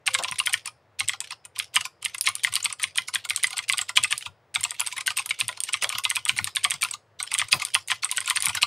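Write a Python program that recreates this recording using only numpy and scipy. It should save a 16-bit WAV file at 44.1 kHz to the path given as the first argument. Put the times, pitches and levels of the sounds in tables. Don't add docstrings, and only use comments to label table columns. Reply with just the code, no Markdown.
import sys
import numpy as np
from scipy import signal
from scipy.fft import rfft, irfft, next_fast_len
from scipy.io import wavfile
from scipy.ndimage import map_coordinates

SR = 44100
rng = np.random.default_rng(int(sys.argv[2]) if len(sys.argv) > 2 else 0)


def wrap_up_sound(samples):
    columns = np.atleast_2d(samples).T
    tamed = np.clip(columns, -1, 1)
    steps = np.round(tamed * 32767).astype(np.int16)
    wavfile.write(sys.argv[1], SR, steps)


N = 382165
T = np.arange(SR // 5) / SR


# t/s at the bottom, click level/dB, knock level/dB, cap f/Hz, plate level/dB
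FULL_STROKES = [(0.0767, -19.5, -9.5, 2566, -29.5), (0.1492, -17, -10, 2600, -32),
                (0.2462, -21.5, -16.5, 2700, -33), (0.4001, -18, -14, 3100, -32.5),
                (0.4713, -18, -14.5, 2410, -32.5), (0.5407, -16.5, -10, 2400, -38.5),
                (1.0055, -21, -10.5, 2625, -38), (1.0945, -15, -15.5, 2730, -43),
                (1.5992, -21.5, -15.5, 2570, -45), (1.7642, -15, -8, 2410, -27.5),
                (2.0592, -19, -15, 2700, -48.5), (2.2726, -18.5, -8, 2616, -29.5),
                (2.4477, -18, -11, 2387, -48.5), (2.5641, -14, -15, 2770, -38),
                (2.6574, -17.5, -12.5, 2950, -36.5), (2.8402, -16.5, -12, 2490, -42.5),
                (2.9838, -16.5, -11.5, 2355, -37), (3.1566, -19.5, -14, 2510, -43),
                (3.3061, -18.5, -13, 2730, -41), (3.4429, -13.5, -12, 2480, -47),
                (3.5902, -21, -15.5, 2664, -40.5), (3.6984, -20, -10, 2540, -36),
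                (3.7346, -17.5, -16.5, 2850, -32.5), (3.7903, -17.5, -14, 2387, -41),
                (3.9731, -16.5, -2.5, 2710, -27), (4.0447, -14.5, -12.5, 2620, -37),
                (4.1261, -22.5, -10.5, 2850, -35), (4.5587, -20, -13, 2754, -34),
                (4.6495, -16, -17, 3130, -35), (5.0778, -17.5, -11.5, 2276, -42),
                (5.1869, -16, -18, 2780, -42.5), (5.3086, -26, -15, 2560, -44.5),
                (5.411, -18.5, -12.5, 3056, -38), (5.7413, -16.5, -12.5, 2630, -34.5),
                (5.8438, -20, -12, 2650, -37.5), (6.052, -22, -11.5, 3160, -33),
                (6.1118, -15.5, -17, 2440, -37.5), (6.1668, -18.5, -13, 2600, -35),
                (6.294, -21, -8.5, 2840, -35.5), (6.3883, -23.5, -13.5, 2640, -32),
                (6.5681, -18.5, -14, 2530, -40), (6.6485, -13.5, -8, 2430, -26),
                (6.7174, -15.5, -17, 2590, -41), (6.829, -18.5, -12.5, 2920, -32),
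                (6.8484, -17, -19, 3160, -34), (7.3495, -15.5, -15.5, 2550, -36.5),
                (7.3961, -15.5, -15, 2630, -41.5), (7.416, -31, -14.5, 2260, -30.5),
                (7.5282, -17, -3.5, 3040, -28), (7.751, -14, -7.5, 2704, -28),
                (7.9012, -41, -17.5, 2290, -36), (7.9168, -24, -8, 2480, -30),
                (8.1806, -16.5, -14, 2430, -43.5), (8.307, -14, -12.5, 2624, -29),
                (8.372, -21.5, -11.5, 2500, -39.5), (8.4672, -13.5, -16.5, 2500, -33),
                (8.6298, -18.5, -5.5, 3140, -27)]
def strokes():
    rows = []
    for bottom_s, click_db, knock_db, cap_hz, plate_db in FULL_STROKES:
        travel_s = .0039 * .5 ** (knock_db / 12)
        rows.append((bottom_s - travel_s, click_db, travel_s, knock_db, cap_hz, plate_db))
    return rows


# t/s, click level/dB, plate level/dB
LIGHT_PRESSES = [(0.3127, -26.5, -36.5), (1.2041, -21, -48), (2.21, -16, -70), (2.353, -21, -50.5),
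                 (2.5383, -19.5, -48.5), (3.361, -16, -61.5), (4.1784, -22, -73), (4.7074, -22.5, -45.5),
                 (4.8039, -16, -36), (4.872, -20.5, -47), (5.481, -20, -35.0), (5.6034, -19.5, -57),
                 (5.6365, -18.5, -81), (5.8919, -19, -38), (6.2521, -21, -37.5), (6.4433, -18, -51),
                 (7.228, -19.5, -45.5), (7.65, -18.5, -51), (8.0455, -15, -40), (8.1137, -17, -38.5),
                 (8.2042, -21, -44), (8.4232, -17, -42), (8.4841, -19, -37.5), (8.6642, -16.5, -55)]
LIGHT_TRAVEL_S, AVERAGE_CAP_HZ = .0092, 2566
def presses():
    light = [(s, click_db, LIGHT_TRAVEL_S, plate_db + 15, AVERAGE_CAP_HZ, plate_db)
             for s, click_db, plate_db in LIGHT_PRESSES]
    return strokes() + light


# f/Hz, level/dB
CAP_TONE = [(200, -46.5), (700, -21), (1100, -11.5), (1600, -4.5), (2100, 8.5), (2750, 3.5), (3350, 4.5),
            (4200, -6), (5500, -11), (7500, -16), (10000, -22), (15000, -64.5)]
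def knocks():
    out = np.zeros(N)
    push = 1. * (T == 0)
    for s, _, travel_s, db, cap_hz, _ in presses():
        tone = key_tone(CAP_TONE, spread=.01, ripple_db=4)
        stretch = cap_hz / AVERAGE_CAP_HZ
        blow = at_level(coloured(push, tone, stretch), db - .3, .00077)
        chatter = at_level(coloured(noise() * fade(.033), tone, stretch), db - 10, .0029)
        add(out, s + travel_s, blow + chatter + amp(db - 25) * cap_ring())
    return out


# f/Hz, level/dB, time to die away t/s
CAP_NOTES = [(2063, 0.5, 0.11), (2430, -16, .03), (2850, -24, 0.023), (3310, 1, 0.082)]
def cap_ring():
    chance = rng.standard_normal((len(CAP_NOTES), 2))
    return sum(amp(db + 4 * louder) * fade(t60) * np.sin(2 * np.pi * hz * (1 + .012 * higher) * T)
               for (hz, db, t60), (louder, higher) in zip(CAP_NOTES, chance))


# f/Hz, level/dB
SWITCH_TONE = [(800, -36), (3200, -3.5), (6800, -9.5), (7800, -6.5), (8800, 8), (10900, -8), (12000, -10),
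               (15500, -34)]
def clicks(snap_s=.002):
    out = np.zeros(N)
    burst = np.sqrt(np.abs(np.sin(np.pi * np.minimum(T / snap_s, 1))))
    for s, db, *_ in presses():
        tone = key_tone(SWITCH_TONE, spread=.04, ripple_db=2)
        snap = np.sign(noise()) * burst
        crack = at_level(coloured(snap, tone), db, snap_s)
        jingle = at_level(coloured(noise() * fade(.066), tone), db - 16.5, .021)
        add(out, s, crack + jingle)
    return out


def plate():
    out = np.zeros(N)
    for s, _, travel_s, _, _, db in strokes():
        add(out, s + .85 * travel_s, clack(db - .7))
    for s, _, db in LIGHT_PRESSES:
        add(out, s + .5 * LIGHT_TRAVEL_S, clack(db))
    return out


# f/Hz, level/dB
PLATE_TONE = [(450, -46.5), (720, -5.5), (900, -2.5), (1050, 11.5), (1130, 5), (1222, 10.5), (1330, -3),
              (1431, 7), (1560, -12), (3000, -37)]
def clack(db):
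    force = noise() * fade(.045) * (1 - fade(.02)) ** 2
    return at_level(coloured(force, key_tone(PLATE_TONE, spread=.02, ripple_db=3.5)), db, .016)


# t/s, cap level/dB, switch level/dB
LOOSE_TAPS = [(0.187, -25, -33.5), (0.283, -27, -59.5), (0.321, -36, -45.5), (0.494, -31.5, -32.5),
              (0.657, -35.5, -28.5), (0.674, -30.5, -32.5), (1.134, -29.5, -48), (1.306, -34, -37),
              (1.321, -31, -51), (1.451, -45, -37.5), (1.561, -36.5, -51.5), (1.741, -38.5, -40),
              (1.808, -31, -32.5), (1.852, -27.5, -35.5), (2.025, -39.5, -35.5), (2.145, -32.5, -34),
              (2.181, -45.5, -30), (2.24, -44, -33), (2.286, -24, -26), (2.47, -26, -40),
              (2.524, -34.5, -39), (2.626, -46, -33), (2.643, -34, -24.5), (2.701, -31.5, -41.5),
              (2.725, -34.5, -26), (2.797, -33.5, -42.5), (2.817, -38, -36.5), (2.957, -36, -32.5),
              (3.083, -29.5, -31.5), (3.138, -29, -29), (3.25, -31, -34.5), (3.373, -33.5, -33.5),
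              (3.469, -36, -25), (3.505, -36, -34.5), (3.529, -31, -39), (3.568, -32, -31.5),
              (3.813, -29, -26), (3.892, -26.5, -29.5), (4.107, -30.5, -29.5), (4.26, -28.5, -44.5),
              (4.608, -38.5, -29.5), (4.796, -28, -24), (4.863, -32.5, -29), (4.925, -31.5, -36.5),
              (4.965, -34.5, -37), (4.979, -28, -31), (5.006, -32.5, -32.5), (5.104, -25.5, -34.5),
              (5.17, -27.5, -28), (5.192, -24, -29.5), (5.259, -36, -27), (5.389, -38, -35.5),
              (5.573, -38, -44.5), (5.687, -29, -42), (5.822, -24.5, -26.5), (5.924, -27, -37.5),
              (5.951, -26, -62), (5.983, -25, -28), (6.364, -34.5, -36), (6.472, -28, -31),
              (6.739, -32, -30.5), (6.91, -39, -24.5), (6.937, -29, -36), (7.201, -26, -38.5),
              (7.315, -28.5, -32), (7.484, -43, -37), (7.542, -37.5, -28), (7.598, -30.5, -37),
              (7.619, -23.5, -31.5), (7.669, -39, -52.5), (7.875, -56.5, -34.5), (8.033, -23.5, -42.5),
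              (8.103, -40, -41.5), (8.258, -39, -30), (8.276, -22.5, -29.5), (8.359, -27.5, -24.5),
              (8.403, -38, -25.5), (8.442, -29, -31), (8.495, -26.5, -32), (8.549, -26, -26.5),
              (8.571, -23.5, -40.5)]
# f/Hz, level/dB
LOOSE_CAP_TONE = [(500, -30), (1650, -8.5), (2100, 3.5), (3300, -1.5), (5400, -7.5), (15000, -40)]
STEM_TONE = [(2500, -30), (7000, -6.5), (8400, 2.5), (9500, 2), (11000, -10.5), (15500, -29.5)]
BRUSH_S = .013
def taps():
    out = np.zeros(N)
    for s, cap_db, switch_db in LOOSE_TAPS:
        add(out, s - BRUSH_S, brush(cap_db - 11.5))
        add(out, s, tick(LOOSE_CAP_TONE, cap_db) + tick(STEM_TONE, switch_db) + clack(cap_db - 11))
    return out


def touches():
    out = np.zeros(N)
    for s, _, travel_s, knock_db, *_ in strokes():
        force_db, lead = rng.normal([0, 1], [2.5, .15])
        landing = tick(LOOSE_CAP_TONE, db=-34) + tick(STEM_TONE, db=-32.5)
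        add(out, s - lead * .0075, amp(force_db) * landing)
        add(out, s + travel_s - 1.5 * BRUSH_S, brush(knock_db - 24))
    return out


def rattles(ticks):
    out = np.zeros(N)
    contact = np.sin(np.pi * np.minimum(T / .1, 1))
    for s, _, travel_s, *_ in presses():
        tone = key_tone(LOOSE_CAP_TONE, spread=.15, ripple_db=4)
        rustle = coloured(grit(share=.018) * contact, tone, stretch=1.3)
        add(out, s, at_level(rustle, -55, T[-1] / 2))
        for delay_s, shake_db in zip(rng.normal(.032, .007, ticks), rng.normal(0, 2.5, ticks)):
            bounce = tick(LOOSE_CAP_TONE, shake_db - 44) + tick(SWITCH_TONE, shake_db - 50.5)
            add(out, s + travel_s + delay_s, bounce)
    return out


def tick(tone, db):
    settle = fade(.02) + amp(-22) * fade(.07)
    force = grit(share=.06) * settle * (1 - fade(.0026)) ** 2
    return at_level(coloured(force, key_tone(tone, spread=.044, ripple_db=5.5)), db, .0035)


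def brush(db):
    swell = np.interp(T, [0, BRUSH_S, 3 * BRUSH_S], [0, 1, 0])
    tone = key_tone(LOOSE_CAP_TONE, spread=.1, ripple_db=3)
    return at_level(coloured(grit(share=.11) * swell, tone, stretch=1.332), db, 2 * BRUSH_S)


# t/s, level/dB
CASE_BLOWS = [(.188, -36.5), (3.97, -53.5), (5.484, -51.5), (5.822, -38.5), (6.645, -49), (7.527, -39.5)]
# f/Hz, level/dB
CASE_TONE = [(100, -5), (270, 0.5), (420, 4), (600, 17), (1400, 9.5), (3000, -28)]
def case_clunks():
    return bumps(CASE_BLOWS, CASE_TONE, t60=.17)


# t/s, level/dB
HAND_THUDS = [(.303, -50.5), (1.01, -51.5), (2.488, -52.5), (3.985, -50.5), (4.259, -52), (4.575, -52.5),
              (5.418, -48), (5.935, -52.5), (6.32, -49), (6.398, -44), (6.731, -53.5), (7.41, -52),
              (7.53, -49.5), (8.468, -46.5), (8.535, -50)]
# f/Hz, level/dB
DESK_TONE = [(20, -52.5), (45, -23), (100, 14), (165, 0), (290, -11.5), (600, -33)]
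def desk_thuds():
    landings = [(s + travel_s, knock_db - 47.5) for s, _, travel_s, knock_db, *_ in strokes()]
    return bumps([*HAND_THUDS, *landings], DESK_TONE, t60=.12)


# start t/s, length t/s, level/dB
PALM_MOVES = [(6.276, 0.24, -55), (7.527, 0.064, -41), (8.39, .22, -63.5)]
# f/Hz, level/dB
PALM_TONE = [(60, -34.5), (130, 3), (290, -8.5), (600, -22)]
def palm_slides():
    out = np.zeros(N)
    for s, length_s, db in PALM_MOVES:
        swell = np.sqrt(np.hanning(round(length_s * SR)))
        rumble = coloured(rng.standard_normal(SR), PALM_TONE)[:len(swell)]
        add(out, s, at_level(rumble * swell, db, length_s))
    return out


def squeak(start_s, hz, db):
    out = np.zeros(N)
    swell = np.sin(np.pi * T / T[-1])
    pitch_hz = hz * (1 - .031 * swell)
    add(out, start_s, amp(db) * swell * np.sin(2 * np.pi * np.cumsum(pitch_hz) / SR))
    return out


# f/Hz, level/dB
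SPRING_TONE = [(3800, -27.5), (5000, -5.5), (6200, -24)]
def springs(keys):
    shimmer = coloured(rng.standard_normal(SR) * fade(.4, np.arange(SR) / SR), SPRING_TONE)
    return amp(-31) * signal.fftconvolve(keys, shimmer / np.linalg.norm(shimmer))[:N]


def room(keys, parts=60):
    out = np.zeros(N)
    build_up = 1 - fade(.02)
    for part in np.array_split(np.arange(N), parts):
        echo = noise() * fade(.145) * build_up
        add(out, part[0] / SR, signal.fftconvolve(keys[part], echo / np.linalg.norm(echo)))
    return out


# f/Hz, level/dB
HUSH_TONE = [(30, -38), (105, 7), (230, -12.5), (520, -3.5), (1800, -13.5), (15000, -45)]
def hush(db):
    return at_level(coloured(rng.standard_normal(next_fast_len(N)), HUSH_TONE)[:N], db, N / SR)


def bumps(blows, tone, t60):
    out = np.zeros(N)
    for s, db in blows:
        force = noise() * fade(t60) * (1 - fade(t60 / 2))
        add(out, s, at_level(coloured(force, tone), db, .048))
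    return out


def key_tone(tone, spread, ripple_db):
    hz = np.geomspace(100, SR / 2, num=480)
    ripple = signal.resample(rng.standard_normal(48), len(hz))
    shifted_db = level_at(tone, hz * np.exp(spread * rng.normal()))
    return np.column_stack([hz, shifted_db + ripple_db * ripple])


def coloured(x, tone, stretch=1):
    gain_db = level_at(tone, np.fft.rfftfreq(len(x), 1 / SR) / stretch)
    cepstrum = irfft(np.log(amp(gain_db)), len(x))
    cepstrum[1:len(x) // 2] *= 2
    cepstrum[len(x) // 2:] = 0
    return irfft(rfft(x) * np.exp(rfft(cepstrum)), len(x))


def level_at(tone, hz):
    listed_hz, db = np.transpose(tone)
    return np.interp(np.log(hz + 1), np.log(listed_hz), db)


def grit(share):
    return noise() * ((rng.random(len(T)) < share) + .046)


def noise():
    return rng.standard_normal(len(T))


def fade(t60, t=T):
    return 1000. ** (-t / t60)


def amp(db):
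    return 10 ** (np.asarray(db) / 20)


def at_level(x, db, span_s):
    return x * amp(db) / np.sqrt(np.mean(x[:int(span_s * SR) + 1] ** 2))


def add(track, s, x):
    part = track[max(round(s * SR), 0):][:len(x)]
    part += x[:len(part)]


def treble_sway(keys, db, rate_hz):
    treble = signal.sosfilt(signal.butter(1, 3000, "high", fs=SR, output="sos"), keys)
    places = rng.standard_normal(int(N * rate_hz / SR) + 4)
    return amp(db) * map_coordinates(places, [np.arange(N) * rate_hz / SR]) * treble


def scene():
    keys = touches() + clicks() + knocks() + taps() + rattles(ticks=3) + plate()
    keys += squeak(start_s=.076, hz=531, db=-46)
    middle = keys + springs(keys) + amp(-16.5) * room(keys)
    side = treble_sway(keys, db=-17, rate_hz=38) + amp(-43) * room(keys)
    typing = np.array([middle + side, middle - side])
    case_and_palm = (case_clunks() + palm_slides()) * amp([[1.5], [-1.5]])
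    desk = desk_thuds() * amp([[4.2], [-10]])
    return typing + case_and_palm + desk + hush(db=-62.5) * amp([[.7], [-.7]])


def record(dry):
    rounded = dry / (1 + dry ** 4) ** (1 / 4)
    thinned = signal.sosfilt(signal.butter(2, 45, "high", fs=SR, output="sos"), rounded)
    size = next_fast_len(N + SR)
    kept_band = np.fft.rfftfreq(size, 1 / SR) < 15700
    return irfft(rfft(thinned, size) * kept_band, size)[:, :N]


dry = scene()
out = record(dry)
wrap_up_sound(out)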